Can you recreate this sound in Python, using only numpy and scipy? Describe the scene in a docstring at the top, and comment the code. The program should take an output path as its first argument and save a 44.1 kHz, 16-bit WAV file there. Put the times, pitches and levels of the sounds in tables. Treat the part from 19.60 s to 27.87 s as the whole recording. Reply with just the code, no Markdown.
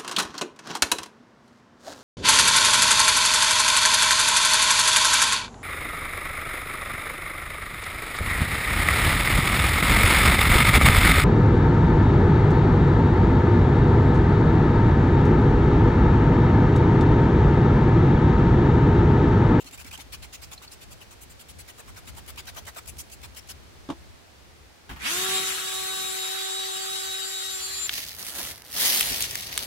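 """Outdoors at an open car door, a trigger bottle squirts cleaner on the vinyl panel, about ten strokes
a second: puffs of mist, with rasps and wet squeaks from the pump. The bottle lands with a boom and a
clack. A brush on a cordless drill crunches against the panel and spins up: motor hum and gear whine
over the hiss of wet bristles and the drumming of the hollow door. A low, gusty rumble lies behind."""
import sys
import numpy as np
from scipy import signal
from scipy.fft import rfft, irfft, next_fast_len
from scipy.io import wavfile
from scipy.ndimage import uniform_filter1d, map_coordinates

SR = 44100
rng = np.random.default_rng(int(sys.argv[2]) if len(sys.argv) > 2 else 0)


def dump_mix(stems):
    """Bounce the given channels to the path in sys.argv[1] as a 16-bit WAV at rate SR."""
    frames = np.atleast_2d(stems).T  # one column per channel
    limited = np.clip(frames, -1, 1)  # hard clip at full scale
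    pcm = np.round(limited * 32767).astype(np.int16)
    wavfile.write(sys.argv[1], SR, pcm)


N = 364707
T = np.arange(N) / SR
START_S, SPIN_UP_S = 5.405, .053  # the motor's start and the time constant of its run-up

# one row a squirt: centre t/s, level/dB, splash shelf/dB, nozzle fizz shelf/dB
SQUIRTS = [(.014, -49.5, -5, 1.5), (0.076, -48, -3, -2), (.142, -49.5, 3.5, 4), (.208, -48, 1, 2),
           (.277, -51, 2, 2), (0.343, -42, -5.5, -1.5), (0.408, -44.5, -4.5, -3.5), (.54, -37.5, -13, -4),
           (.641, -43, -4, -4.5), (.744, -40, -10, -6), (.835, -47, 0, 1), (0.931, -47, 0, 2),
           (1.038, -50, -2, 1), (1.131, -49.5, -14, 3), (1.227, -50, 1, -0.5), (1.324, -56.5, 9, 7.5),
           (1.424, -58.5, 11, 7), (1.524, -58, 6, 6), (1.628, -58, 0, 14), (1.714, -53.5, -18, 2),
           (1.809, -53, -7, 3.5), (1.902, -51.5, -11, 3.5), (2.003, -49, -5, 4), (2.095, -48, -2, -0.5),
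           (2.196, -55, 14, 6.5), (2.292, -54, 2, 1.5), (2.379, -50.5, 8.5, 2.5), (2.487, -47, -2, 1),
           (2.582, -48.5, 7, 2), (2.694, -47.5, 6.5, 5), (2.791, -39.5, -4, -4.5), (2.886, -42, -2.5, -4),
           (2.979, -42.5, 6.5, -0.5), (3.084, -45, 8, 2.5), (3.179, -42, 8.5, -2), (3.289, -48.5, -3, 8.5),
           (3.4, -46, -7, 9.5), (3.531, -51, -22, 7), (3.647, -47, 8, 0), (3.779, -46, -4, 3),
           (3.905, -42, -7, 1)]
# spectrum of the wet hiss of jet and pump: f/Hz, level/dB
WET_HISS = [(260, -27), (450, -13), (692, -10), (892, -5), (1430, -4), (1570, -3.5), (1710, -6), (2310, 1),
            (3110, 0), (3710, -3), (8040, -3), (12800, -8), (15700, -7.5)]


def amp(db):
    """Decibels to gain."""
    return 10 ** (np.asarray(db) / 20)


def unit(x):
    """Scales to rms 1."""
    return x / np.sqrt(np.mean(x ** 2) + 1e-20)


def curves(rows):
    """Turns a time table into one automation curve per value column."""
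    times, *columns = np.transpose(rows)
    return [np.interp(T, times, column) for column in columns]


def colour(x, spectrum):
    """EQs a sound through (f/Hz, level/dB) points on a log-frequency axis, to rms 1."""
    size = next_fast_len(x.shape[-1])
    hz, db = np.transpose(spectrum)
    eq_db = np.interp(np.log(np.fft.rfftfreq(size, 1 / SR) + 1), np.log(hz + 1), db)
    return unit(irfft(rfft(x, size) * amp(eq_db), size)[..., :x.shape[-1]])


def wander(rate_hz, channels=2):
    """Smooth random modulation, rms 1."""
    knots = rng.standard_normal((channels, 4000))
    t = np.arange(0, N, 64) / SR
    paths = [map_coordinates(row, [t * rate_hz], mode="wrap") for row in knots]
    return unit(np.array([np.interp(T, t, path) for path in paths]))


def grains(per_s, spread_db):
    """Tiny random impacts of uneven size, in stereo."""
    hits = (rng.random((2, N)) < per_s / SR) * rng.standard_normal((2, N))
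    return unit(hits * amp(spread_db * np.minimum(rng.exponential(1, (2, N)), 4)))


def reshape(x, low_db, high_db, low_hz, high_hz, patchy_db):
    """Moving bass and treble shelves; random patches make the hiss uneven in frequency and time."""
    hz, t, frames = signal.stft(x, SR, nperseg=512)
    low, high = (np.interp(t, T, db) for db in (low_db, high_db))
    patches = uniform_filter1d(rng.standard_normal(frames.shape), size=5, axis=1)
    patches = unit(uniform_filter1d(patches, size=6, axis=2))
    bass = low / (1 + (hz[:, None] / low_hz) ** 4)
    treble = high * (1 - 1 / (1 + (hz[:, None] / high_hz) ** 4))
    return signal.istft(frames * amp(bass + treble + patchy_db * patches), SR, nperseg=512)[1][:, :N]


def burst(s, rise, t60):
    """The envelope of one blow at time s."""
    age = np.clip(T - s, 0, 1)
    return (1 - np.exp(-age / rise)) * np.exp(-np.log(1000) * age / t60)


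def add(mix, s, sound):
    """Mixes a short sound in at time s."""
    part = mix[..., max(round(s * SR), 0):][..., :sound.shape[-1]]
    part += sound[..., :part.shape[-1]]


def outdoors(rumble_db=2.5, air_db=-53, air_follow=0.17, gust_db=3.0):
    """A wide bed: gusty low rumble and a soft wash of open air that loosely follows its level."""
    # the bed swells early, then is turned down while the drill runs: t/s, level/dB
    bed_levels = [(0, -58), (.4, -54.5), (1.5, -52), (1.9, -54.5), (2.6, -48.5), (3.2, -53.5), (4.2, -49.5),
                  (4.7, -57), (5.35, -60.5), (6.3, -62), (7.1, -69), (8.27, -60.5)]
    # spectra of the rumble and the air: f/Hz, level/dB
    rumble_eq = [(15, -23), (35, -15), (62, 2), (85, -2), (125, -11), (200, -16), (400, -24.5), (1200, -63)]
    air_eq = [(88, -9), (150, -9), (382, -5.5), (563, -8), (684, -7.5), (1030, -11), (2470, -13),
              (2890, -14.5), (4520, -15.5), (15700, -29.5)]
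    bed_db = curves(bed_levels)[0]
    gusts = gust_db * wander(rate_hz=10, channels=1)
    rumble = amp(bed_db + gusts + rumble_db) * colour(rng.standard_normal((2, N)), rumble_eq)
    air = colour(rng.standard_normal((2, N)), air_eq)
    return rumble + amp(air_db + air_follow * (bed_db - np.median(bed_db))) * air


def spray(level_db=1.0, left_db=1.5, splash_db=4, fizz_db=-1, swell_s=0.017, ebb_s=0.018, tail_db=-19):
    """Each stroke swells a jet of mist; its droplets patter on the vinyl and thin out afterwards."""
    flow, t = np.zeros(N), np.arange(SR // 4) / SR
    for s, db, _, _ in SQUIRTS:
        near = abs(T - s) < .1
        age = T[near] - s
        falloff = np.where(age < 0, abs(age / swell_s) ** 4.8, abs(age / ebb_s) ** 3.04)
        flow[near] += amp(db) * np.exp(-falloff)
        tail = amp(db + tail_db - 60 * t / 0.5) * (1 - np.exp(-t / 0.022))
        add(flow, s, tail)
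    _, splash, fizz = curves(SQUIRTS)
    mist = colour(rng.standard_normal((2, N)) + 0.44 * grains(per_s=6000, spread_db=2.5), WET_HISS)
    mist = reshape(mist, splash + splash_db, fizz + fizz_db, low_hz=1630, high_hz=4800, patchy_db=5.0)
    return amp(level_db + np.array([[left_db], [0]])) * flow * mist


def trigger(level_db=-5, t60=0.041, hold_s=0.0028, lead_s=0.0336):
    """The pump piston springs back with a short wet rasp, just ahead of the next squirt."""
    # the rasp, loudest with the bottle near: t/s, level/dB
    rasp_levels = [(0.1, -37), (.4, -31), (.6, -65), (1.9, -51), (2.9, -36.5), (3.6, -39), (3.9, -38)]
    strokes, t = np.zeros(N), np.arange(SR // 8) / SR
    envelope = amp(-60 * np.maximum(t - hold_s, 0) / t60) * (1 - np.exp(-t / 0.0037))
    for s, *_ in SQUIRTS[1:]:
        add(strokes, s - lead_s, envelope)
    rasp = colour(grains(per_s=15000, spread_db=-2.0), WET_HISS)
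    return amp(level_db + curves(rasp_levels)[0]) * strokes * rasp


def bottle():
    """The filled plastic bottle's walls boom under each blow; its base clacks on the ground."""
    # jogged in the hand, then landing and rocking: t/s, boom/dB, clack/dB
    blows = [(0.05, -44.5, -67), (0.126, -45, -54), (0.249, -43, -64), (0.384, -43.5, -66),
             (0.462, -45, -62), (4.2892, -23.5, -33), (4.2996, -21.5, -31), (4.302, -41, -30),
             (4.32, -33, -40)]
    # modes of the walls: f/Hz, level/dB, t60/s
    wall_modes = [(177, -19, 0.17), (277, 0, 0.076), (339, -11, 0.15), (557, -11.5, 0.068),
                  (678, -14, 0.071), (840, -14, 0.079), (1048, -19, 0.11), (1120, -20, .05)]
    # spectrum of the clack: f/Hz, level/dB
    clack_eq = [(210, -13), (350, 3), (455, -16), (1100, -7.5), (1260, -17), (2410, -27), (3540, -20),
                (3830, -27), (8160, -36), (14000, -54)]
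    boom, rattle, t = np.zeros(N), np.zeros(N), np.arange(SR // 4) / SR
    ring = sum(amp(db - 60 * t / t60) * np.sin(2 * np.pi * hz * t) for hz, db, t60 in wall_modes)
    ring *= 1 - np.exp(-t / 0.0016)
    for s, boom_db, clack_db in blows:
        add(boom, s, amp(boom_db) * ring)
        rattle += amp(clack_db) * burst(s, rise=.0006, t60=0.063)
    return boom + rattle * colour(rng.standard_normal(N) + rng.standard_normal((2, N)), clack_eq)


def squeaks(level_db=4, t60=0.033):
    """The piston seal sticks and slips for a moment: a short ring whose phase stumbles."""
    # wet squeaks of the pump: t/s, f/Hz, level/dB
    seal_squeaks = [(0.182, 2400, -39), (0.253, 2250, -43), (0.313, 2350, -36), (0.388, 820, -41),
                    (0.534, 2450, -35), (0.977, 4150, -37), (1.016, 1170, -43), (1.077, 4430, -37)]
    out, t = np.zeros((2, N)), np.arange(SR // 12) / SR
    for s, hz, db in seal_squeaks:
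        width_hz = .035 * hz
        slips = np.cumsum(rng.standard_normal(len(t))) * np.sqrt(2 * np.pi * width_hz / SR)
        ring = np.sin(2 * np.pi * (hz * t + rng.random((2, 1)) / 2) + slips)
        add(out, s, ring * amp(db + level_db - 60 * t / t60) * (1 - np.exp(-t / 0.00096)) ** 2)
    return out


def brush_contact(level_db=1):
    """Stiff bristles crunch against the panel, which answers with a dull thud."""
    # the brush meets the panel: t/s, crunch/dB, thud/dB, t60/s
    contacts = [(5.292, -38.5, -36.5, 0.21), (5.31, -46, -41, 0.18), (5.361, -47, -54, 0.44)]
    # spectra of the crunch and the thud: f/Hz, level/dB
    crunch_eq = [(200, -25), (550, -16), (800, 0.5), (1500, -0.5), (2900, -5), (4500, -14), (8000, -19),
                 (14000, -20)]
    thud_eq = [(25, -15), (65, 9), (130, -3.5), (250, -3), (500, -19.5), (1500, -70)]
    crunch = colour(grains(per_s=12000, spread_db=1.5), crunch_eq)
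    thud = colour(rng.standard_normal(N) + 0.34 * rng.standard_normal((2, N)), thud_eq)
    out = np.zeros((2, N))
    for s, crunch_db, thud_db, t60 in contacts:
        out += amp(crunch_db + level_db) * burst(s, rise=0.0014, t60=t60) * crunch
        out += amp(thud_db + level_db) * burst(s, rise=0.0069, t60=t60) * thud
    return out


def brush_scrub(turns, level_db=5.0, left_db=1.0, body_db=3.5, fizz_db=3.5, bounce=0.24):
    """Thousands of bristle tips flick over wet vinyl, shaken once in each motor turn."""
    # pressed hard at first, then eased: t/s, level/dB, body shelf/dB, fizz shelf/dB
    pressure = [(5.39, -53.5, 0, -14), (5.46, -32, 0, -12.5), (5.52, -30.5, -6.5, -8.5),
                (5.9, -33, -4.5, -7), (5.99, -36, -5.5, -7.5), (6.45, -37, -9.5, -6.5),
                (6.75, -36.5, -8, -9), (6.96, -37.5, -8.5, -11), (7.4, -38, -8, -7.5),
                (7.7, -38.5, -10.5, -9), (8.27, -40, -7.5, -6.5)]
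    # spectrum of the bristles: f/Hz, level/dB
    bristle_eq = [(100, -22), (280, -38), (520, -11), (680, -8), (950, -2), (1300, 5), (2000, 4),
                  (3500, 4.5), (4700, 0), (8500, 2), (11000, 2), (12500, -0.5), (15800, -8)]
    db, body, fizz = curves(pressure)
    flicks = rng.standard_normal((2, N)) + .6 * grains(per_s=5000, spread_db=1.5)
    flicks *= 1 + .04 * np.cos(2 * np.pi * turns)
    flicks *= amp(.45 * wander(rate_hz=66, channels=1))
    # early reflections off door and ground slide as the drill moves, combing the hiss
    combed = flicks.copy()
    for delay_s in (.0031, .0067, .011):
        lags = delay_s * (1 + 0.0282 * wander(rate_hz=2))
        for ear, lag in enumerate(lags):
            combed[ear] += bounce * map_coordinates(flicks[ear], [(T - lag) * SR], order=1)
    hiss = colour(combed, bristle_eq)
    hiss = reshape(hiss, body + body_db, fizz + fizz_db, low_hz=2700, high_hz=7260, patchy_db=3.0)
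    fade_in = np.clip((T - pressure[0][0]) / 0.011, 0, 1)
    return hiss * amp(db + level_db + np.array([[left_db], [0]])) * fade_in


def panel_drumming(width=0.95):
    """The bristles' drag shakes the hollow door panel."""
    # spectrum of the panel: f/Hz, level/dB
    panel_eq = [(40, -28), (100, -3), (170, 4), (290, -0.5), (450, -0.5), (800, -39), (2000, -50)]
    # the drumming, strongest near the top of the door: t/s, level/dB
    drum_levels = [(5.4, -49), (5.5, -48.5), (5.77, -47.5), (6.1, -61.5), (6.43, -55), (6.6, -63),
                   (7.05, -80), (7.17, -63), (8.27, -83)]
    shake = colour(rng.standard_normal(N) + width * rng.standard_normal((2, N)), panel_eq)
    fade_in = np.clip((T - drum_levels[0][0]) / .02, 0, 1)
    return shake * amp(curves(drum_levels)[0]) * fade_in


def throb(rate_hz=4.6, crest_s=6.78):
    """The slow beat of the turning brush: long swells and short dips, between -1 and 1."""
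    return 2 * abs(np.cos(np.pi * rate_hz * (T - crest_s))) - 1


def motor_turns(hunt_hz=.6):
    """Counts turns as the motor spins up, hunts with the throb of the brush and trembles a little."""
    # running speed, sagging where the brush drags: t/s, f/Hz
    speed = [(5.75, 380.5), (5.94, 377.7), (6.44, 379.3), (6.65, 377.5), (6.75, 380.7), (7.03, 381.2),
             (7.14, 378.5), (7.22, 381.5), (7.7, 381.7), (8.0, 379.5), (8.27, 380.5)]
    spin_up = 1 - np.exp(-np.maximum(T - START_S, 0) / SPIN_UP_S)
    tremble = 1 + .0006 * wander(rate_hz=40, channels=1)[0] + .0008 * wander(rate_hz=9, channels=1)[0]
    return np.cumsum(spin_up * tremble * (curves(speed)[0] + hunt_hz * throb())) / SR


def drill(turns, planet_db=-51, hum_flutter=.1, gear_flutter=0.47, weak_flutter=0.81):
    """The rotor hums and the gears whine at orders, or multiples, of the motor speed."""
    # motor hum, gear mesh and high whine: t/s, level/dB
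    hum_levels = [(5.42, -49.5), (5.56, -39.5), (5.76, -36.5), (5.98, -45), (6.15, -40), (7.25, -40.5),
                  (7.95, -45), (8.27, -48.5)]
    mesh_levels = [(5.44, -45), (5.467, -40), (5.58, -38), (5.75, -32.5), (5.97, -45.5), (6.12, -35.5),
                   (6.85, -35.5), (7.17, -38), (7.55, -36), (7.9, -37), (8.03, -59), (8.2, -41)]
    whine_levels = [(5.44, -43), (5.55, -36.5), (5.77, -31.5), (5.97, -44), (6.45, -38), (6.8, -45),
                    (6.94, -32.5), (7.05, -38.5), (7.8, -39.5), (8.03, -35), (8.27, -31)]
    # rotor tones: order, level against the usual hum/dB, dB gained per dB of hum
    rotor_tones = [(1, -0.5, 1), (2, -8, 1.7), (3, -6.5, 1.5)]
    # weak motor and gear tones: order, level/dB high on the door, low, at its far corner, throb/dB
    weak_tones = [(4, -52, -53, -55, 0), (5, -55, -54, -57, 0), (8, -53, -51, -56, 1),
                  (9, -50, -49, -51, 0), (11, -47, -50, -42, -1), (12, -56, -45.5, -42.5, 2),
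                  (13, -58, -58, -58, 0), (14, -57, -57, -57, 0), (16, -55, -56, -56, 0),
                  (17, -57, -57, -57, 0), (18, -52, -56, -56, 0), (20, -48, -46, -53, 2),
                  (21, -46, -54, -54, 0), (22, -54, -50, -57, 2), (28, -57, -57, -57, 0),
                  (30, -53, -53, -52, 0)]
    # the drill's path over the door: t/s, place (0 high, 1 low, 2 far corner)
    path = [(6.55, 0), (6.75, 1), (7.88, 1), (8.02, 2)]
    # phase between the ears as the drill moves: t/s, left lead/rad for orders 1, 3, 10, 19
    phase_leads = [(5.5, 1.0, .3, 0, -1.5), (5.7, 1.2, -.3, -1.2, -2.9), (6.15, 2.5, -.2, 1.4, -2.8),
                   (6.55, 2.5, -2.4, 1.6, -2.5), (7.9, 2.5, -2.2, 1.0, -2.2), (8.05, 2.5, -1.0, 1.0, 0)]

    def tone(order, flutter, left_lead):
        """One partial; reflections between drill and door make it waver differently at each ear."""
        reflected = flutter * (wander(rate_hz=22) + 1j * wander(rate_hz=22))
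        direct = np.exp(1j * left_lead * np.array([[1], [0]]))
        carrier = np.exp(2j * np.pi * order * turns)
        return ((direct + reflected) * carrier).real * np.sqrt(2 / (1 + 2 * flutter ** 2))

    hum_lead, buzz_lead, mesh_lead, whine_lead = curves(phase_leads)
    hum_db, place, beat = curves(hum_levels)[0], curves(path)[0], throb()
    usual_db = np.median(hum_db[T > START_S])
    gear_pan_db = np.array([[1.0], [-1.5]])
    out = amp(planet_db) * tone(10.28, gear_flutter, left_lead=1)
    for (order, db, follow), lead in zip(rotor_tones, (hum_lead, -.6, buzz_lead)):
        out += amp(usual_db + db + follow * (hum_db - usual_db)) * tone(order, hum_flutter, lead)
    out += amp(curves(mesh_levels)[0] + gear_pan_db) * tone(10, gear_flutter, mesh_lead)
    out += amp(curves(whine_levels)[0] + gear_pan_db) * tone(19, gear_flutter, whine_lead)
    for order, *place_db, throb_db in weak_tones:
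        db = np.interp(place, (0, 1, 2), place_db) + throb_db * beat
        out += amp(db) * tone(order, weak_flutter, left_lead=rng.uniform(-3.7, 2.9))
    fade_in = np.clip((T - START_S) / SPIN_UP_S, 0, 1) ** 2
    return out * fade_in


def scene():
    """Spraying, then scrubbing, over the outdoor bed."""
    turns = motor_turns()
    spraying = spray() + trigger() + squeaks() + bottle()
    scrubbing = brush_contact() + drill(turns) + brush_scrub(turns) + panel_drumming()
    return spraying + scrubbing + outdoors()


def record(dry):
    """A steep low-pass trims the very top of the mix."""
    lowpass = signal.firwin(511, cutoff=15850, window=("kaiser", 9), fs=SR)
    return signal.oaconvolve(dry, lowpass[None], "same")


dry = scene()
out = record(dry)
dump_mix(out)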